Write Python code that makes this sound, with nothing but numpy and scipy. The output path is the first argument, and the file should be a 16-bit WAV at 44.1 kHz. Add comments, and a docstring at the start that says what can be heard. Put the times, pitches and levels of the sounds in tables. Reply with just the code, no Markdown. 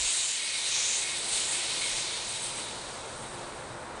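"""A close, bright hiss comes first: compressed air through a valve whose knob a hand turns in short twists.
The hiss rings in the hose fittings, flares into a bright gliding band on the first twists and dies
away as the pressure evens out. Beneath it the low rush and hum of a workshop slowly come forward.
One microphone hears it all, with faint reflections from bench and walls."""
import sys
import numpy as np
from scipy import signal
from scipy.fft import rfft, irfft
from scipy.io import wavfile

SR = 44100
rng = np.random.default_rng(int(sys.argv[2]) if len(sys.argv) > 2 else 0)


def dump(signal):
    """Clip the signal to [-1, 1] and save it as 16-bit WAV at the path in sys.argv[1]."""
    limited = np.clip(np.atleast_2d(signal).T, -1, 1)
    pcm = np.round(limited * 32767).astype(np.int16)
    wavfile.write(sys.argv[1], SR, pcm)


N = 176400
CUTOFF_HZ = 10090

# strength of the flow, heard as the hiss close to the valve: (time [s], level [dB])
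FLOW_LEVEL = [(0, -34), (0.2, -35.5), (0.35, -37), (0.55, -36), (0.74, -34), (0.92, -35.5), (1.1, -37.0),
              (1.29, -38.5), (1.34, -34), (1.47, -36.5), (1.62, -35.5), (1.8, -36), (1.99, -35.5),
              (2.2, -39), (2.46, -40.5), (2.52, -42), (2.58, -41), (2.72, -44), (3.2, -51), (3.42, -50.5),
              (3.92, -58), (4, -54)]
# colour of that hiss: (frequency [Hz], level [dB])
HISS_COLOUR = [(100, -32), (300, -22.5), (600, -15.5), (800, -15.5), (980, -12), (1200, -15), (1500, -12),
               (1800, -10), (2300, -5.5), (2750, -5.5), (3080, -2.5), (3350, -3), (3600, -1), (3850, 1.5),
               (4300, -2), (4750, -3.5), (5150, -7), (5550, -5.5), (6000, -7), (6500, -5), (7200, -8),
               (8000, -9.5), (10000, -11)]
# the thin top of the jet at the microphone: (time [s], level [dB])
TREBLE_LEVEL = [(0, -41), (0.1, -34.5), (0.32, -39), (0.52, -39), (0.68, -37.5), (0.76, -42.5),
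                (0.88, -38.5), (1.02, -37.5), (1.16, -40), (1.28, -36.5), (1.35, -32.0), (1.46, -38),
                (1.54, -34), (1.66, -41), (1.85, -37), (2.0, -40), (2.06, -43), (2.22, -45), (2.3, -39.5),
                (2.4, -41.5), (2.46, -36), (2.51, -43), (2.59, -40.5), (2.72, -48.5), (3.05, -51),
                (3.2, -48.5), (3.6, -54.5), (4, -58)]
# colour of that top: (frequency [Hz], level [dB])
TREBLE_COLOUR = [(5000, -33.5), (7200, -9), (7580, -2), (7850, 1), (8180, -1), (8480, 4.5), (8750, -1),
                 (9050, -5), (9350, 2), (9680, -15.5), (9920, 5), (10300, -46)]


def valve():
    """Air jets through the valve with a broad hiss and a thin whistling top."""
    audible = bins() < CUTOFF_HZ
    hiss = from_db(in_time(FLOW_LEVEL) + 2.5) * turbulence(colour(HISS_COLOUR) * audible)
    treble = turbulence(colour(TREBLE_COLOUR) * audible)
    whistle = from_db(-8) * noise(resonance(hz=8650, width_hz=120))
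    return hiss + from_db(in_time(TREBLE_LEVEL)) * (treble + whistle)


def turbulence(gain, count=12):
    """Coloured noise whose bands each flicker by about 1 dB on their own."""
    spectrum = rfft(noise(gain))
    place = np.minimum(bins() / CUTOFF_HZ, 1) * (count - 1)
    bands = (irfft(spectrum * np.maximum(1 - abs(place - k), 0), N) for k in range(count))
    return rms_one(sum(band * from_db(drift(rate_hz=17)) for band in bands))


# the jet flaring close by as the knob turns:
# (start [s], end [s], level [dB], first centre [Hz], last centre [Hz], width [Hz])
TWIST_FLARES = [(-.05, .35, -33.5, 7280, 7180, 1510), (0.681, 0.782, -37, 4070, 3940, 800),
                (.7, 1.013, -32, 6300, 6900, 1500), (1.32, 1.414, -39, 3840, 3860, 700),
                (1.317, 1.568, -38, 7400, 7340, 1500), (1.93, 2.02, -38, 6450, 6610, 2200)]


def flares():
    """A twist brings out a band of hiss that swells, glides and fades."""
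    out = 0
    for start, end, db, first_hz, last_hz, width_hz in TWIST_FLARES:
        band = noise(1 / np.sqrt(1 + (2 * (bins() - first_hz) / width_hz) ** 4))
        shift_hz = np.interp(seconds(), [start, end], [0, last_hz - first_hz])
        gliding = signal.hilbert(band) * np.exp(2j * np.pi * np.cumsum(shift_hz) / SR)
        out = out + from_db(db) * swell(start, end) * gliding.real
    return out


# air cavities in the hose fittings beside the valve: (frequency [Hz], width [Hz], level [dB])
FITTING_CAVITIES = [(1898, 45, -5.5), (2204, 61, 2), (2502, 84, 1)]
# moments when they ring out: (start [s], end [s], level [dB])
RING_OUTS = [(.37, .62, -42.5), (0.724, 0.927, -43), (1.0, 1.17, -41.5), (1.5, 1.998, -45.5),
             (2.25, 2.45, -50.5)]


def fittings():
    """Hollow resonances, faint under the flow and stronger as the grip changes."""
    ringing = sum(from_db(db) * noise(resonance(hz, width) * resonance(hz, hz / 2))
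                  for hz, width, db in FITTING_CAVITIES)
    flow_power = from_db(in_time(FLOW_LEVEL) - 14) ** 2
    grip_power = sum((from_db(db) * swell(start, end)) ** 2 for start, end, db in RING_OUTS)
    return np.sqrt(flow_power + grip_power) * rms_one(ringing)


# reflections reaching the microphone from bench and walls: (delay [s], level [dB])
REFLECTIONS = [(.0033, -23.5), (.0074, -23.5), (0.0124, -25.5), (.0213, -15), (0.033, -18)]


def bench(air):
    """Near surfaces add faint copies that comb the hiss."""
    return air + sum(from_db(db) * np.roll(air, int(delay * SR)) for delay, db in REFLECTIONS)


# soft low bumps of handling at the microphone: (time [s], level [dB], half-length [s])
HANDLING_BUMPS = [(.02, -46, 0.058), (1.34, -54, .03), (1.955, -47, 0.033)]


def handling():
    """Handling makes short swells of deep rumble."""
    envelope = sum(from_db(db) * np.exp(-((seconds() - time) / half_length) ** 2)
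                   for time, db, half_length in HANDLING_BUMPS)
    return envelope * noise(resonance(hz=34.5, width_hz=34.5) ** 2)


# low rush of the workshop, farther off behind the valve: (time [s], level [dB])
ROOM_LEVEL = [(0, -53.5), (.3, -56.5), (.7, -53.5), (1.25, -48), (2.3, -48), (2.85, -45), (3.5, -44.5),
              (4, -44)]
# colour of that rush: (frequency [Hz], level [dB])
ROOM_COLOUR = [(15, -26.5), (25, -3), (48, -9), (68, -3.5), (95, -6.5), (140, -3), (190, -7.5), (270, -6.5),
               (380, -3.5), (520, -1.5), (750, -3.5), (930, -0.5), (1150, -5.5), (1480, -6.5),
               (1750, -10.5), (2200, -13.5), (3000, -20.5), (5000, -28.5), (10000, -33)]
# a motor in the background, when the rush is loudest: (frequency [Hz], level [dB])
MOTOR_HUM = [(118.6, -58.5), (226, -62.5), (350.5, -56), (452, -63), (531, -58.5)]


def workshop(hum_width_hz=8.7):
    """A dull rush with a wavering motor hum that rises along with it."""
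    level_db = in_time(ROOM_LEVEL)
    hum = sum(from_db(db) * noise(1 / (1 + (2 * (bins() - hz) / hum_width_hz) ** 2))
              for hz, db in MOTOR_HUM)
    rush = from_db(level_db + 3) * noise(colour(ROOM_COLOUR))
    return rush + from_db(level_db - level_db.max()) * hum


def swell(start, end, ramp_s=0.11):
    """Rise, hold and fade of one twist of the hand."""
    rise = np.clip((seconds() - start) / ramp_s + .5, 0, 1)
    fade = np.clip((end - seconds()) / ramp_s + .5, 0, 1)
    return rise * fade


def from_db(db):
    """Decibels to gain."""
    return 10 ** (np.asarray(db) / 20)


def rms_one(x):
    """Scale to unit power."""
    return x / np.sqrt(np.mean(x ** 2) + 1e-20)


def seconds():
    """Time of each sample."""
    return np.arange(N) / SR


def bins():
    """Frequency of each spectral bin."""
    return np.maximum(np.arange(N // 2 + 1) * SR / N, 1)


def in_time(rows):
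    """A curve joined by straight lines."""
    return np.interp(seconds(), *np.transpose(rows))


def colour(points):
    """Gain of each bin from a spectrum table."""
    hz, db = np.transpose(points)
    return from_db(np.interp(np.log(bins()), np.log(hz), db))


def resonance(hz, width_hz):
    """Gain of each bin through one resonance."""
    f = bins()
    return 1 / np.sqrt(1 + ((f * f - hz * hz) / (f * width_hz)) ** 2)


def noise(gain):
    """Noise of the given colour, unit power."""
    return rms_one(irfft(rfft(rng.standard_normal(N)) * gain, N))


def drift(rate_hz):
    """A slow random wander with a spread of one."""
    return noise(1 / (1 + (bins() / rate_hz) ** 2))


def scene():
    """Air, workshop and handling at one microphone, the same in both channels."""
    air = valve() + fittings() + flares()
    flutter = from_db(0.4 * drift(rate_hz=35))
    return np.tile(bench(air * flutter) + workshop() + handling(), (2, 1))


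def record(dry):
    """The treble is cut steeply above the cutoff."""
    return irfft(rfft(dry) / np.sqrt(1 + (bins() / CUTOFF_HZ) ** 600), N)


dry = scene()
out = record(dry)
dump(out)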